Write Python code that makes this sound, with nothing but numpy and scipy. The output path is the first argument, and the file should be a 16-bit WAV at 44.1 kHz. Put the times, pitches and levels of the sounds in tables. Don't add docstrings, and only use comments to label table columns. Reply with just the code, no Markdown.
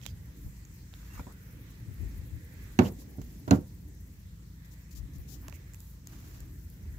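import sys
import numpy as np
from scipy import signal
from scipy.fft import rfft, irfft, next_fast_len
from scipy.io import wavfile
from scipy.ndimage import uniform_filter1d

SR = 44100
rng = np.random.default_rng(int(sys.argv[2]) if len(sys.argv) > 2 else 0)


def volts(x):
    e = np.asarray(x, float) / 20
    return 10 ** e


def digitize_waveform(pressure):
    field = np.atleast_2d(pressure).T
    bounded = np.clip(field, -1, 1)
    quanta = np.round(bounded * 32767).astype(np.int16)
    wavfile.write(sys.argv[1], SR, quanta)


N = 308170
TIME = np.arange(N) / SR

# pitch_hz, t60_s (time to fade 60 dB), first_swing (sign and relative size),
# level_db when struck at spot 0, level_db when struck at spot 1
BODY_MODES = [(83.8, 0.19, 0.45, -14.5, -15), (98.8, 0.33, 0.38, -20, -22.5),
              (134.2, 0.25, -0.57, -27, -15), (205.4, 0.13, -0.37, -15, -13.5), (156, 0.12, 0.98, -21, -20),
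              (255, 0.082, -1.1, -15.5, -28), (275, 0.11, -0.87, -18, -15), (357, 0.17, -1.7, -31, -33),
              (440, 0.3, 0.39, -31, -25), (508, 0.26, -0.29, -34, -28), (603, 0.067, -0.33, -18, -15.5),
              (688, 0.061, 0.63, -64, -29), (746, 0.079, -1.02, -20.5, -27.5),
              (786, 0.038, -0.54, -36, -28), (816, 0.09, -0.36, -37.5, -43), (985, 0.08, 0.084, -21, -12),
              (904, 0.11, -0.62, -27, -34), (1100, 0.084, 0.27, -41, -27), (1377, 0.11, -0.58, -38, -21.5),
              (1520, 0.046, 0.63, -27.5, -23), (1655, 0.01, -0.81, -17, -41), (2250, 0.026, 0.88, -27, -37),
              (2690, 0.015, -0.95, -21.5, -30), (4240, 0.014, 0.41, -25, -19),
              (5980, 0.007, -0.84, -26, -26), (6780, 0.014, 0.9, -32, -23.5)]
# start_s, spot (0 or 1), strength_db, contact_brightness_hz, rattle_db
BLOWS = [(2.7898, 0, 0.5, 9000, -22), (2.7984, 0, -4.5, 1100, -62), (2.811, 0, -17, 2500, -45),
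         (2.8194, 0, -16, 900, -35.5), (2.858, 0, -28, 700, -38), (3.183, 1, -18.5, 476, -59),
         (3.4778, 1, -14, 1500, -39), (3.5095, 1, -0.5, 8900, -23), (3.5197, 1, -1, 700, -41),
         (3.535, 1, -10.5, 1200, -48), (3.551, 1, -23, 800, -67), (3.576, 1, -16, 400, -56),
         (1.194, 0, -27.5, 1200, -52), (1.268, 0, -30.5, 1470, -60)]
# pitch_hz, level_db (per Hz)
RATTLE_COLOUR = [(150, 3.5), (300, -1), (500, -7.5), (800, -13), (1400, -19), (2500, -26), (6000, -26),
                 (16000, -66)]
# pitch_hz, t60_s
RATTLE_FADE = [(80, 0.3), (400, 0.22), (1500, 0.14), (6000, 0.026), (16000, 0.071)]
# pitch_hz, left_minus_right_db
KNOCK_LEAN = [(60, 4), (125, -1), (250, -1.5), (500, -2), (1000, -1), (2000, -7), (5000, -9.5)]
KNOCK_PAN_DB, KNOCK_LAG_S, PORT_SPREAD_DB = -2.5, 0.00034, 1.5

# start_s, peak_db, ring_hz, left_minus_right_db, ring_share (0-1)
CRACKS = [
    (2.7895, -26, 2900, -8, 0),
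    (3.5093, -20.5, 2870, -7, 0.05),
]
# start_s, peak_db, ring_hz, left_minus_right_db, ring_share (0-1)
TICKS = [(0.258, -45, 12900, 0.0, 0.46), (0.6517, -45.5, 6750, -4, 0.76), (1.324, -40, 9920, 10, 0.44),
         (4.909, -41, 7570, 9, 0.08), (5.184, -36, 12700, 3.5, 0), (5.736, -37.5, 7600, -12, 0.28),
         (5.745, -31, 7500, -8, 0.13), (5.804, -33, 6860, -9, 0.08), (6.072, -24.5, 6530, 7, 0.17),
         (6.405, -31.5, 7400, 2, 0.14), (6.7004, -34, 11800, 0, 0)]
# start_s, peak_db, ring_hz, left_minus_right_db, ring_share (0-1)
TAPS = [
    (0.015, -43, 3300, -19, 0.27),
    (0.0554, -42.5, 3660, -24, 0.5),
    (0.064, -26.5, 3600, -29, 0.24),
    (0.939, -40, 3700, -6, 0.86),
    (5.4829, -25, 2600, 2, 0.07),
    (5.4977, -38, 2920, -23, 0.04),
    (5.746, -55, 2620, -19, 0.9),
    (5.5259, -38, 2480, -22, 0.28),
]
# start_s, peak_db, ring_hz, left_minus_right_db, ring_share (0-1)
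THUDS = [(.034, -54, 3260, -18, 0.5), (.931, -54, 2260, -11, 0.05), (1.029, -56, 1240, -12, 0.15),
         (1.177, -50, 1220, -7, 0.47), (1.194, -48, 980, 9, 0.67), (1.196, -51, 1380, -8, 0.8),
         (1.198, -50.5, 2370, -6, 0.56), (1.268, -54.5, 980, -4, 0.8), (1.298, -58, 1100, 2, 0.36),
         (1.309, -57, 1290, -1, 0.44), (1.268, -60, 1800, -2, 0.4), (1.181, -54, 2270, -6, 0.5),
         (3.019, -63, 1030, -21, 0.3), (3.2159, -43, 2890, -13.5, 0), (5.483, -51, 650, -29, 0.1),
         (5.526, -51.5, 610, -18, 0.19), (6.132, -58, 860, -16, 0)]
# t60_s, lowest_share (lowest frequency as a share of the ring)
CONTACTS = [
    (0.0058, 0.79),
    (0.0039, 0.6),
    (0.034, 0.08),
    (0.015, 0.92),
]

# start_s, length_s, level_db, pitch_hz, width_hz, left_minus_right_db
SQUEAKS = [
    (1.09, 0.097, -65.5, 2730, 150, -5),
    (1.146, .02, -65, 1150, 252, -2),
    (0.065, 0.069, -70, 4840, 250, -8),
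    (0.069, 0.026, -61, 3250, 400, -13),
    (2.843, .035, -53.5, 2880, 500, -6),
    (5.528, .05, -66, 2300, 900, -11),
]
# start_s, length_s, level_db, left_minus_right_db, lowest_hz
RUBS = [(.02, 0.087, -63, -14, 10000), (.19, .08, -69, -8, 10100), (.35, 0.15, -59, -3, 8000),
        (0.9, 0.28, -61, -1, 1180), (1.125, 0.08, -55.5, 2, 4040), (1.96, 0.26, -65, -1, 1450),
        (2.547, 0.22, -64.5, -3, 840), (2.793, 0.028, -56, -10, 1505), (2.825, 0.065, -47.5, -2.5, 1520),
        (2.983, 0.049, -55, -2, 3540), (3.196, 0.19, -65, -5, 1490), (3.478, .012, -56, -2, 5000),
        (3.51, 0.056, -49.5, -1, 1510), (4.646, 0.015, -61.5, 16, 4000), (4.709, 0.034, -58.5, 9, 3940),
        (4.908, 0.029, -57, 13, 4000), (4.946, 0.045, -55, 14, 3700), (5.13, 0.038, -61.5, 13, 4440),
        (5.183, 0.047, -58, 8, 10500), (5.408, 0.041, -57, 12, 10500), (5.274, 0.08, -55.5, 17, 3720),
        (5.536, 0.026, -53.5, -10, 6000), (5.777, 0.15, -56, -1, 8200), (6.496, 0.25, -60.5, 4, 9900),
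        (6.035, 0.39, -59, -2, 1510)]
# start_s, length_s, level_db, left_minus_right_db, highest_hz
MUFFLED_RUBS = [
    (0.013, 0.085, -55, -12, 7450),
    (1.088, 0.12, -56, -1, 3000),
    (1.13, 0.077, -59, -2, 2700),
    (1.272, 0.042, -54, -1, 1500),
    (5.423, 0.086, -62, -15, 2520),
    (6.048, 0.39, -63.5, -7.5, 1240),
]
MUFFLED_SPAN = 3.24
# pitch_hz, level_db
PORT_COLOUR = [(800, 12), (2500, 6), (3400, 3), (4300, 3.5), (7200, 7), (9000, -8), (11000, 2), (13500, 4),
               (15500, 4.5), (17000, -22)]

# start_s, length_s, level_db, pitch_hz, left_minus_right_db
PUFFS = [
    (.42, .07, -41, 60, 1.5),
    (1.12, .09, -45, 70, 1.5),
    (1.855, .07, -47, 88, 14),
    (1.97, .1, -42, 72, 16),
    (2.1, .15, -48, 65, 10),
    (2.295, .08, -45, 65, 14),
    (4.93, .12, -45, 65, 12),
    (5.12, .1, -47, 65, 10),
    (6.35, .1, -46, 60, 3),
    (6.75, .24, -45, 65, 0.5),
]

# start_s, gap_s, chirp_count, level_db
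PHRASES = [
    (1.331, .092, 7, -73),
    (1.933, .078, 3, -71),
    (2.174, .0885, 5, -71.5),
    (2.627, .0945, 6, -70.5),
    (3.166, .0755, 5, -71),
    (3.535, .069, 6, -72),
    (3.942, .064, 6, -75),
    (5.749, .08, 1, -73),
    (6.105, .086, 5, -76),
    (6.542, .094, 5, -76),
]
# multiple, level_db
CHIRP_PARTIALS = [(2, -6), (3, 2), (4, 6), (5, 7)]
CHIRP_TOP_HZ, CHIRP_MID_HZ, CHIRP_END_HZ = 4150, 3500, 2760
CHIRP_WAVER_HZ = 60
STROKE_SHARE = .38

# multiple, level_db (rms)
IDLE_ORDERS = [(2, -51), (3, -57), (4.33, -57), (5, -62), (6, -59), (7, -63)]
IDLE_HZ, IDLE_WAVER_HZ, IDLE_FLUTTER_DB = 27.85, .06, 1.4

# pitch_hz, level_db (per Hz)
RUMBLE = [(32, -39), (40, -4.5), (50, -4), (65, -3), (90, -2), (125, -8.5), (170, -13.5), (250, -21)]
# pitch_hz, level_db (per Hz)
ROAR = [(200, -11), (250, 3.5), (290, 0), (350, -6.5), (420, -13), (520, -24.5), (700, -21.5)]
# pitch_hz, level_db (per Hz)
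STREET = [(260, -19), (450, -1), (720, -19), (918, -8), (1320, -11), (1890, -4), (2500, -10.5),
          (3110, -15.5), (3600, -10.5), (4680, -26), (7920, -120)]
# pitch_hz, level_db (per Hz)
AIR = [(2600, 21), (3400, -27.5), (4200, 5), (5500, 5.5), (7300, 7.5), (8200, 5), (9300, -30),
       (10800, -11.5), (12000, 10.5), (15500, 5.5), (17000, 4.5)]
# pitch_hz, likeness (-1 to 1)
LIKENESS = [(60, 0.98), (180, 0.94), (550, 0.55), (1650, -0.28), (4970, 0.029), (15000, -0.1)]
# pitch_hz, left_minus_right_db
BACKGROUND_LEAN = [(60, -0.5), (180, -1), (550, -0.5), (1650, -8), (4970, 1.0), (15000, 5)]
# start_s, swell_db
TRAFFIC = [(0.0, -3.5), (0.9, -4), (1.2, -3.5), (1.75, -3), (2.05, 6), (2.4, 3), (2.75, 2), (3.0, 6.5),
           (3.3, 3.5), (3.62, 1), (4.3, -4), (4.75, -7), (5.14, 0.5), (5.4, 3.5), (5.72, -6.5), (6.23, 3),
           (6.62, -1.5), (6.99, 3)]
# start_s, stir_db
STIR = [(0.0, 2.5), (0.25, 0.5), (0.9, 0), (1.17, 7.5), (1.4, 3), (2.37, 1.5), (2.65, 5.5), (3.0, -0.5),
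        (3.62, -1), (3.97, -4), (5.14, -0.5), (5.42, 4.5), (6.03, -1), (6.25, -2), (6.99, -0.5)]
RUMBLE_DB, ROAR_DB, STREET_DB, AIR_DB = -48.5, -60.5, -66, -63
RUMBLE_FOLLOWS, AIR_FOLLOWS = 0.2, 0.17

CUTOFF_HZ, LIMIT = 16050, .66


def rms_one(x):
    return x / np.sqrt(np.mean(x ** 2) + 1e-20)


def at_hz(points, hz):
    table_hz, values = np.transpose(points)
    return np.interp(np.log(hz), np.log(table_hz), values)


def pan(db):
    return volts(np.array([[db / 2], [-db / 2]]))


def add(out, s, sound):
    i = max(round(s * SR), 0)
    out[:, i:i + sound.shape[1]] += sound[:, :N - i]


def band_pass(low_hz, high_hz, x):
    return signal.sosfilt(signal.butter(2, [low_hz, high_hz], "band", fs=SR, output="sos"), x)


def low_pass(order, top_hz, x):
    return signal.sosfilt(signal.butter(order, top_hz, fs=SR, output="sos"), x)


def high_pass(order, low_hz, x):
    return signal.sosfilt(signal.butter(order, low_hz, "high", fs=SR, output="sos"), x)


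def drift(rate):
    r = np.exp(-80 * np.pi * rate / SR)
    white = rng.standard_normal(N // 40 + 2002)
    slow = signal.lfilter([1], [1, -2 * r, r * r], white)[2000:]
    return np.interp(np.arange(N) / 40, np.arange(len(slow)), rms_one(slow))


def bands(spectrum, size):
    octaves = np.log2(spectrum[-1][0] / spectrum[0][0])
    edges = spectrum[0][0] * 2 ** np.arange(0, octaves + .3, 1 / 3)
    white = rng.standard_normal((2, 2, size + 4000))
    for k, (low, high) in enumerate(zip(edges, edges[1:])):
        mid, side = band_pass(low, min(high, .45 * SR), white[k % 2])[:, 4000:]
        hz = np.sqrt(low * high)
        alike = np.clip(at_hz(LIKENESS, hz), -1, 1)
        stereo = np.sqrt(1 + alike) * mid + np.sqrt(1 - alike) * side * [[1], [-1]]
        yield hz, volts(at_hz(spectrum, hz)) * stereo


def port_colour(x):
    size = next_fast_len(N + SR // 10)
    hz = np.maximum(np.fft.rfftfreq(size, 1 / SR), 1)
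    return irfft(rfft(x, size) * volts(at_hz(PORT_COLOUR, hz)), size)[:, :N]


def body_ring(spot, contact_hz, t):
    arrival = np.maximum(t - np.array([[KNOCK_LAG_S], [0]]), 0)
    ring = np.zeros((2, len(t)))
    for hz, t60, swing, *spot_db in BODY_MODES:
        own_db = PORT_SPREAD_DB * rng.normal(0, 1, (2, 1))
        fade = volts(spot_db[spot] + own_db - 60 * arrival / t60)
        ring += swing * fade * pan(at_hz(KNOCK_LEAN, hz)) * np.sin(2 * np.pi * hz * arrival)
    return low_pass(2, min(contact_hz, 20000), ring)


def loose_rattle(t):
    rattle = sum(band * volts(-60 * t / at_hz(RATTLE_FADE, hz)) for hz, band in bands(RATTLE_COLOUR, len(t)))
    return rattle * np.minimum(t / 0.00069, 1)


def knocks():
    out, t = np.zeros((2, N)), TIME[:SR // 2]
    for s, spot, db, contact_hz, rattle_db in BLOWS:
        ring = body_ring(spot, contact_hz, t)
        add(out, s, pan(KNOCK_PAN_DB) * (volts(db) * ring + volts(rattle_db + 20) * loose_rattle(t)))
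    return out


def casing_touches():
    out, t = np.zeros((2, N)), TIME[:SR // 10]
    for touches, (t60, low_share) in zip((TICKS, TAPS, THUDS, CRACKS), CONTACTS):
        for s, db, hz, pan_db, ring_share in touches:
            low_hz = hz * min(low_share, .9)
            top_hz = min(max(hz ** 2 / 400, 2 * low_hz), 19000)
            white = rng.standard_normal((3, len(t)))
            noise = white[0] + 0.72 * white[1:]
            fade = 0.22 * volts(-90 * t / t60) + 0.049 * volts(-25 * t / t60)
            snap = rms_one(band_pass(low_hz, top_hz, noise)) * fade
            ring = -np.sin(2 * np.pi * hz * t) * volts(-55 * t / t60)
            add(out, s, volts(db) * pan(pan_db) * ((1 - ring_share) * snap + ring_share * ring))
    return port_colour(out)


def squeaks():
    out = np.zeros((2, N))
    for s, length, db, hz, width_hz, pan_db in SQUEAKS:
        swell = signal.windows.tukey(max(round(length * SR), 9), .5)
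        grain = rms_one(band_pass(hz - width_hz / 2, hz + width_hz / 2, rng.standard_normal(SR // 2)))
        add(out, s, volts(db) * pan(pan_db) * grain[-len(swell):] * swell)
    return out


def rubs():
    grain_db = 1.5 * np.minimum(rng.exponential(1, (2, N)), 5)
    grains = volts(grain_db) * rng.standard_normal((2, N))
    fibre = rms_one(port_colour(grains)) * volts(1.3 * drift(37.5))
    open_rubs = [(*row, None) for row in RUBS]
    muffled_rubs = [(*row, top_hz / MUFFLED_SPAN, top_hz) for *row, top_hz in MUFFLED_RUBS]
    out = np.zeros((2, N))
    for s, length, db, pan_db, low_hz, top_hz in open_rubs + muffled_rubs:
        i, u = round(s * SR), np.linspace(0, 1, max(round(length * 1.33 * SR), 9))
        stroke = np.minimum(u / .12, 1) * np.minimum((1 - u) / .35, 1)
        piece = high_pass(4, low_hz, fibre[:, i:i + len(u)] * stroke)
        if top_hz:
            piece = low_pass(4, top_hz, piece)
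        add(out, s, volts(db) * pan(pan_db) * piece)
    return out


def wind():
    out = np.zeros((2, N))
    for s, length, db, hz, pan_db in PUFFS:
        swell = np.hanning(max(round(length * 1.3 * SR), 9))
        noise = band_pass(hz * .75, hz * 1.3, rng.standard_normal((3, SR)))
        shared, left, right = noise[:, -len(swell):] * swell
        lumps = np.array([rms_one(shared + 0.37 * own) for own in (left, right)])
        add(out, s, volts(db) * pan(pan_db) * lumps)
    return out


def chirp(gap):
    length = STROKE_SHARE * gap
    slope = (CHIRP_TOP_HZ - CHIRP_END_HZ) / length
    t = TIME[:round(length * SR)]
    waver = rms_one(uniform_filter1d(rng.standard_normal(len(t)), size=60))
    turns = CHIRP_TOP_HZ * t - slope * t ** 2 / 2 + np.cumsum(CHIRP_WAVER_HZ * waver) / SR
    uneven_db = 3 * np.interp(t, np.linspace(0, t[-1], 12), rng.normal(0, 1, 12))
    swell = signal.windows.tukey(len(t), .4) * volts(6 * t / t[-1] + uneven_db)
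    tone = np.zeros(len(t))
    for k, level_db in CHIRP_PARTIALS:
        colour_db = 0.038 * at_hz(AIR, k * (CHIRP_TOP_HZ - slope * t))
        tone += volts(level_db + colour_db) * np.sin(2 * np.pi * k * turns)
    lead_s = (CHIRP_TOP_HZ - CHIRP_MID_HZ) / slope
    return lead_s, tone * swell


def insect():
    out = np.zeros((2, N))
    for start, gap, count, db in PHRASES:
        for k in range(count):
            lead_s, sound = chirp(gap)
            chirp_db = db + rng.standard_normal()
            add(out, start + k * gap - lead_s, volts(chirp_db + np.array([[0], [-14]])) * sound)
    return out


def idling():
    turns = np.cumsum(IDLE_HZ + IDLE_WAVER_HZ * drift(0.4)) / SR
    tones = np.zeros(N)
    for k, db in IDLE_ORDERS:
        level = volts(db + 2 + IDLE_FLUTTER_DB * drift(1.7))
        tones += level * np.sin(2 * np.pi * (k * turns + rng.random()))
    return pan(1.0) * tones


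def far_noise(spectrum, patchy_db, rate):
    together = drift(rate / 4)
    out = np.zeros((2, N))
    for hz, band in bands(spectrum, N):
        flicker = volts(patchy_db * (0.46 * together + drift(rate)))
        out += flicker * pan(at_hz(BACKGROUND_LEAN, hz)) * band
    return rms_one(out)


def background():
    swell_db = np.interp(TIME, *np.transpose(TRAFFIC))
    stir_db = np.interp(TIME, *np.transpose(STIR))
    rumble = volts(RUMBLE_DB + RUMBLE_FOLLOWS * swell_db) * far_noise(RUMBLE, patchy_db=2.5, rate=2.4)
    roar = volts(ROAR_DB + swell_db) * far_noise(ROAR, patchy_db=2.8, rate=6.5)
    street = volts(STREET_DB + stir_db) * far_noise(STREET, patchy_db=1.8, rate=3.1)
    air = volts(AIR_DB + AIR_FOLLOWS * stir_db) * far_noise(AIR, patchy_db=1.6, rate=9.4)
    return rumble + roar + street + air


def scene():
    steady = rubs() + wind() + insect() + background()
    top_edge = signal.cheby2(14, 45, CUTOFF_HZ, fs=SR, output="sos")
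    return knocks() + casing_touches() + squeaks() + idling() + signal.sosfilt(top_edge, steady)


def roll_off(x):
    return signal.sosfilt(signal.butter(12, 16990, fs=SR, output="sos"), x)


def record(dry):
    x = high_pass(4, 36, dry)
    x = x / (1 + (x / LIMIT) ** 6) ** (1 / 6)
    top_limit = signal.cheby2(14, 60, CUTOFF_HZ + 1000, fs=SR, output="sos")
    mix = signal.sosfilt(top_limit, x)
    return roll_off(mix)


dry = scene()
out = record(dry)
digitize_waveform(out)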